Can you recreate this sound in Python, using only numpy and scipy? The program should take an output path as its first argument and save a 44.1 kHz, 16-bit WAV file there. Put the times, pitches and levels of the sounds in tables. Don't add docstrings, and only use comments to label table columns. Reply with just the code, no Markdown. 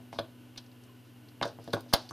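import sys
import numpy as np
from scipy import signal
from scipy.fft import rfft, irfft, next_fast_len
from scipy.io import wavfile

SR = 44100
rng = np.random.default_rng(int(sys.argv[2]) if len(sys.argv) > 2 else 0)


def convert_level_to_amplitude(level_db):
    exponent = np.asarray(level_db, float) / 20
    return 10 ** exponent


def inscribe(sig):
    pcm = np.round(np.clip(np.atleast_2d(sig).T, -1, 1) * 32767)
    wavfile.write(sys.argv[1], SR, pcm.astype(np.int16))


N = 93580

# start in seconds, peak level in dB, hollow pitch in Hz, desk thump level in dB.
HOLDER_KNOCKS = [(1.4285, -17, 1800, -62), (.002, -46.5, 690, -52), (1.9383, -21, 1130, -49),
                 (0.2, -28.5, 620, -40.5), (0.1286, -26.5, 800, -43), (0.16, -36, 980, -46),
                 (0.1878, -17, 645, -33), (1.4141, -15.5, 790, -31.5), (1.4284, -11, 1350, -31),
                 (1.4541, -18, 596, -39), (1.4985, -34, 688, -52), (1.5873, -33, 740, -42),
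                 (1.6766, -29, 650, -36.5), (1.7325, -20.5, 890, -70), (1.7368, -12.5, 1470, -28.5),
                 (1.7368, -13, 514, -32.5), (1.7392, -22, 1140, -47.5), (1.7672, -23.5, 910, -42),
                 (1.783, -34, 880, -42.5), (1.445, -24, 850, -75), (1.51, -64, 600, -46),
                 (0.19, -20.5, 1350, -46), (1.862, -41.5, 600, -51), (1.9274, -19.5, 1300, -48),
                 (1.9307, -20.5, 1600, -36.5), (1.9391, -8, 1440, -56), (1.9338, -21, 1100, -45),
                 (1.937, -6.5, 778, -41), (2.1099, -24.5, 1180, -41.5)]
KNOCK_CYCLES, KNOCK_SOFT_HZ = 6.65, 2050
# pitch in Hz, level in dB, time to fade by 60 dB in seconds.
DESK_RINGS = [(109.8, 0.5, 0.13), (254, -4, 0.068), (329.4, -7, 0.1), (460, -45, 0.01)]

# start in seconds, peak level in dB, pitch in Hz, sharp edge level in dB.
CELL_TICKS = [(.1283, -38, 2460, -45), (0.1852, -38, 3740, -52), (.188, -20.5, 3400, -41),
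              (0.1921, -28, 4430, -37), (0.5606, -41.5, 3000, -48), (0.5739, -41, 4070, -50),
              (.577, -29, 4440, -39.5), (0.663, -50, 5540, -62), (0.7166, -48.5, 4200, -62),
              (0.8372, -48.5, 6100, -52), (1.286, -47, 3922, -67), (1.4131, -24, 2730, -41),
              (1.4246, -31.5, 4650, -53), (1.428, -18.5, 3503, -50), (1.4545, -41, 5500, -38),
              (1.477, -40, 6000, -48), (1.6415, -63, 4400, -42), (1.677, -41, 3905, -47),
              (1.705, -42.5, 4369, -54), (1.731, -32, 4200, -31), (1.7345, -19.5, 3741, -27),
              (1.7455, -44, 4730, -34), (1.807, -52, 4000, -36), (1.9293, -34, 7000, -35),
              (1.933, -25, 4800, -42), (1.9342, -16.5, 4640, -31), (1.9368, -5.5, 3880, -7),
              (2.0907, -36, 4300, -52), (2.0938, -40, 4600, -43), (2.108, -38, 6800, -44)]
TICK_CYCLES, TICK_SPREAD_S, TICK_DETUNE = 15, 0.0012, 0.63
TICK_DB, TICK_LOSS_DB = 0.5, 8.5
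EDGE_DB, EDGE_RISE_S, EDGE_T60_S = 0.5, 0.00047, 0.0077

# start in seconds, peak level in dB, pitch in Hz, time to fade by 60 dB in seconds.
SPRING_PINGS = [(1.596, -45, 454, .04), (1.686, -42, 460, 0.049), (1.745, -31.5, 445, .04),
                (1.465, -40.5, 480, .07), (1.768, -37.5, 780, .05), (.577, -64, 4074, 0.016),
                (.893, -56, 1050, 0.11), (1.938, -49, 2400, 0.13), (1.939, -48, 4780, .04),
                (1.939, -29, 6600, 0.034), (2.109, -52, 6200, 0.063)]

# start in seconds, length in seconds, level in dB.
FINGER_RUBS = [
    (0.12, 0.11, -53.5),
    (1.034, 0.14, -69),
    (1.438, 0.094, -47),
    (1.59, 0.39, -61),
    (1.722, 0.097, -52),
    (2.8, 0.047, -52),
    (1.425, 0.012, -32.5),
    (2.09, 0.053, -58),
    (1.88, 0.15, -58.5),
    (1.944, 0.18, -51),
]
RUB_GRAINS_PER_S, RUB_HZ, RUB_WIDTH_HZ, RUB_AIR_DB = 16000, 4200, 2700, -14

# length in seconds, peak level in dB.
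SNAP_BUMP = [
    (.004, -12.5),
    (.0055, -11.5),
]
SNAP_S = 1.9368

HOLLOW_PAN_DB, CONTACT_PAN_DB, THUMP_PAN_DB = -0.8, 0.6, 2.5
HOLLOW_SIDE_DB, EDGE_SIDE_DB = -19, -14

BOUNCE_S, BOUNCE_DB = 0.0002, -7
ECHO_S, ECHO_FIRST_DB, ECHO_AGAIN_DB, ECHO_CUT_HZ = 0.00875, -8.5, -8, 3100
ECHO_BOOM_HZ, ECHO_BOOM_WIDTH_HZ, ECHO_BOOM_DB = 598, 173, -2
# top of the band in Hz, level in dB, time to fade by 60 dB in seconds.
ROOM_BANDS = [(410, -2.5, 0.18), (900, -7.5, 0.28), (1820, -5, .22), (2940, -7, 0.15), (6100, -12.5, 0.31),
              (14800, -9, 0.092)]
ROOM_ONSET_S, ROOM_WIDTH = 0.0027, 0.067
SCATTER_DB, SCATTER_T60_S = -3.5, 0.039
TOP_HZ = 14000

# pitch in Hz, average (rms) level in dB, wobble width in Hz, left-right balance in dB.
HUM_TONES = [(103, -68, 0.37, 6.5), (121, -57.5, 0.27, 0.5), (245.4, -58.5, 2.7, 1), (300.3, -69, 4.5, .9),
             (345, -75, 4.3, .1), (1008, -80, .6, -2)]
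# pitch in Hz, width in Hz, average (rms) level in dB.
FAN_WHIRR = [(1480, 27, -76), (1733, 12, -83), (2870, 290, -70), (3205, 48, -82)]
# frequency in Hz, level in dB per Hz.
AIR_CENTRE = [(50, -11.5), (160, -5.5), (290, 3), (520, -6.5), (1200, -14.5), (4600, -21), (7600, -26.5),
              (13000, -22)]
# frequency in Hz, level in dB per Hz.
AIR_SIDES = [(50, -28), (170, -11), (400, -10), (1000, -21), (2500, -45), (6000, -53.5), (9000, -30),
             (14000, -26)]
AIR_DB, AIR_FLICKER_DB = -87, 0.4
HISS_TOP_HZ, HISS_TOP_STEEPNESS = 14450, 160

OPPOSITE = [[1], [-1]]


def click(length):
    return np.r_[1., np.zeros(length)]


def ring(x, hz, t60):
    r = convert_level_to_amplitude(-60 / (t60 * SR))
    w = 2 * np.pi * hz / SR
    return signal.lfilter([0, np.sin(w)], [1, -2 * r * np.cos(w), r * r], x + 1e-18)


def cut(x, hz, kind, order=2):
    return signal.sosfilt(signal.butter(order, min(hz, .45 * SR), kind, fs=SR, output="sos"), x)


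def unit(x):
    return x / np.std(x)


def add(track, s, sound):
    i = int(s * SR)
    track[i:i + len(sound)] += sound[:N - i]


def pan(x, db):
    return x * convert_level_to_amplitude(np.array([[db / 2], [-db / 2]]))


def knocks():
    hollow, blows = np.zeros(N), np.zeros(N)
    for s, db, hz, thump_db in HOLDER_KNOCKS:
        body = ring(click(2000), hz, KNOCK_CYCLES / hz)
        body -= 0.35 * ring(click(2000), 2.73 * hz, KNOCK_CYCLES / hz / 0.6)
        soft_blow = np.hanning(int(.3 * SR / hz))
        knock = np.convolve(body, soft_blow)[:2000] * 7.77 * hz / SR
        knock = cut(cut(knock, KNOCK_SOFT_HZ, "low"), 377, "high")
        add(hollow, s, -convert_level_to_amplitude(db) * knock)
        add(blows, s, convert_level_to_amplitude(thump_db) * click(2000))
    dull_blows = cut(blows, 990, "low")
    desk = np.zeros(N)
    for k, (hz, db, t60) in enumerate(DESK_RINGS):
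        desk += convert_level_to_amplitude(db) * ring(dull_blows, hz, t60) * (-1) ** k
    return hollow, cut(desk, 128, "high")


def ticks():
    touches, edges = np.zeros(N), np.zeros(N)
    t = np.arange(900) / SR
    for s, db, hz, edge_db in CELL_TICKS:
        for k, (late, detune, size) in enumerate(rng.random((5, 3))):
            pitch = hz * (1 + TICK_DETUNE * (detune - .5) * (k > 0))
            once = ring(click(900), pitch, TICK_CYCLES / pitch / 2)
            twice = ring(once, pitch, TICK_CYCLES / pitch / 4)
            delay = (k + late - .5) * TICK_SPREAD_S if k else 0
            level = convert_level_to_amplitude(db + TICK_DB - TICK_LOSS_DB * k * size)
            add(touches, s + delay, level * twice / twice.max())
        fade = convert_level_to_amplitude(edge_db + EDGE_DB - 60 * t / EDGE_T60_S)
        add(edges, s, fade * np.minimum(t / EDGE_RISE_S, 1) * rng.standard_normal(900))
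    return touches, cut(edges, 4000, "high")


def pings():
    out = np.zeros(N)
    for s, db, hz, t60 in SPRING_PINGS:
        add(out, s, convert_level_to_amplitude(db) * ring(click(SR // 4), hz, t60))
    return out


def rubs():
    level = np.zeros(N)
    for s, length, db in FINGER_RUBS:
        u = np.linspace(0, 1, int(length * SR))
        add(level, s, convert_level_to_amplitude(db) * np.minimum(u / 0.11, 1) * (1 - u) ** 1.2)
    slips = rng.random(N) < RUB_GRAINS_PER_S / SR
    unevenness = convert_level_to_amplitude(2 * np.minimum(rng.exponential(1, N), 4))
    grains = slips * rng.standard_normal(N) * unevenness
    plastic = unit(cut(ring(grains, RUB_HZ, 1.54 / RUB_WIDTH_HZ), 1700, "high"))
    airy = unit(cut(grains, 7000, "high"))
    return level * (plastic + convert_level_to_amplitude(RUB_AIR_DB) * airy)


def jolt():
    bump = np.zeros((2, N))
    for track, (length, db) in zip(bump, SNAP_BUMP):
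        add(track, SNAP_S, convert_level_to_amplitude(db) * np.bartlett(int(length * SR)))
    return cut(bump, 32, "high") * OPPOSITE


def fading(noise, db, t60):
    t = np.arange(noise.shape[1]) / SR
    return convert_level_to_amplitude(db - 60 * t / t60) * np.sqrt(14 / (t60 * SR)) * noise


def room_tail():
    length = SR // 2
    scatter = cut(rng.standard_normal((2, length)), 740, "high")
    tail = fading(scatter, SCATTER_DB, SCATTER_T60_S)
    low_hz = 90
    for top_hz, db, t60 in ROOM_BANDS:
        band = cut(cut(rng.standard_normal((2, length)), top_hz, "low"), low_hz, "high")
        tail += fading(band, db, t60)
        low_hz = top_hz
    mid, side = tail * (1 - np.exp(-np.arange(length) / SR / ROOM_ONSET_S))
    return mid + ROOM_WIDTH * side * OPPOSITE


def space(x):
    size = next_fast_len(N + SR)
    w = 2j * np.pi * np.arange(size // 2 + 1) * SR / size
    boom = w * 2 * np.pi * ECHO_BOOM_WIDTH_HZ
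    boom = boom / (w ** 2 + boom + (2 * np.pi * ECHO_BOOM_HZ) ** 2)
    dulled = convert_level_to_amplitude(ECHO_FIRST_DB) / (1 + w / (2 * np.pi * ECHO_CUT_HZ))
    trip = np.exp(-w * ECHO_S) * (dulled + convert_level_to_amplitude(ECHO_BOOM_DB) * boom)
    flutter = trip / (1 - convert_level_to_amplitude(ECHO_AGAIN_DB) * trip)
    bounce = 1 + convert_level_to_amplitude(BOUNCE_DB) * np.exp(-w * BOUNCE_S)
    heard = rfft(x, size) * (1 + flutter + rfft(room_tail(), size)) * bounce / 1.498
    return cut(irfft(heard, size)[:, :N], TOP_HZ, "low", order=8)


def narrow_noise(hz, width_hz):
    return unit(ring(rng.standard_normal(N + SR), hz, 2.2 / width_hz)[SR:])


def coloured(points):
    hz, db = np.transpose(points)
    f = np.maximum(np.arange(N // 2 + 1) * SR / N, 1)
    shape = convert_level_to_amplitude(np.interp(np.log(f), np.log(hz), db))
    shape *= np.minimum(f / 35, 1) ** 2 / (1 + (f / HISS_TOP_HZ) ** HISS_TOP_STEEPNESS)
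    noise = irfft(rfft(rng.standard_normal(N)) * shape, N) * np.sqrt(SR / 2)
    flicker = unit(cut(rng.standard_normal(N), 15.5, "low"))
    return noise * convert_level_to_amplitude(AIR_DB + AIR_FLICKER_DB * flicker)


def hum():
    t = np.arange(N) / SR
    tones = np.zeros((2, N))
    for hz, db, width_hz, pan_db in HUM_TONES:
        steady = np.sqrt(2) * np.sin(2 * np.pi * (hz * t + rng.random()))
        wobble = np.clip(width_hz / 6, 0, 2) * narrow_noise(hz, width_hz + 3)
        tones += convert_level_to_amplitude(db) * (pan(steady, pan_db) + wobble)
    return tones


def background():
    whirr = sum(convert_level_to_amplitude(db) * narrow_noise(hz, width_hz) for hz, width_hz, db in FAN_WHIRR)
    return hum() + whirr + coloured(AIR_CENTRE) + coloured(AIR_SIDES) * OPPOSITE


def scene():
    hollow, thump = knocks()
    touches, edge = ticks()
    tick = touches + pings()
    wide = convert_level_to_amplitude(EDGE_SIDE_DB) * np.roll(edge, 31) + convert_level_to_amplitude(HOLLOW_SIDE_DB) * np.roll(hollow + tick, 57)
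    near = pan(hollow, HOLLOW_PAN_DB) + pan(thump, THUMP_PAN_DB) + wide * OPPOSITE
    near += pan(tick + edge + rubs(), CONTACT_PAN_DB)
    return space(near) + jolt() + background()


def band_limit(x):
    return signal.sosfilt(signal.butter(12, 16420, fs=SR, output="sos"), x)


def record(dry):
    return band_limit(dry)


dry = scene()
out = record(dry)
inscribe(out)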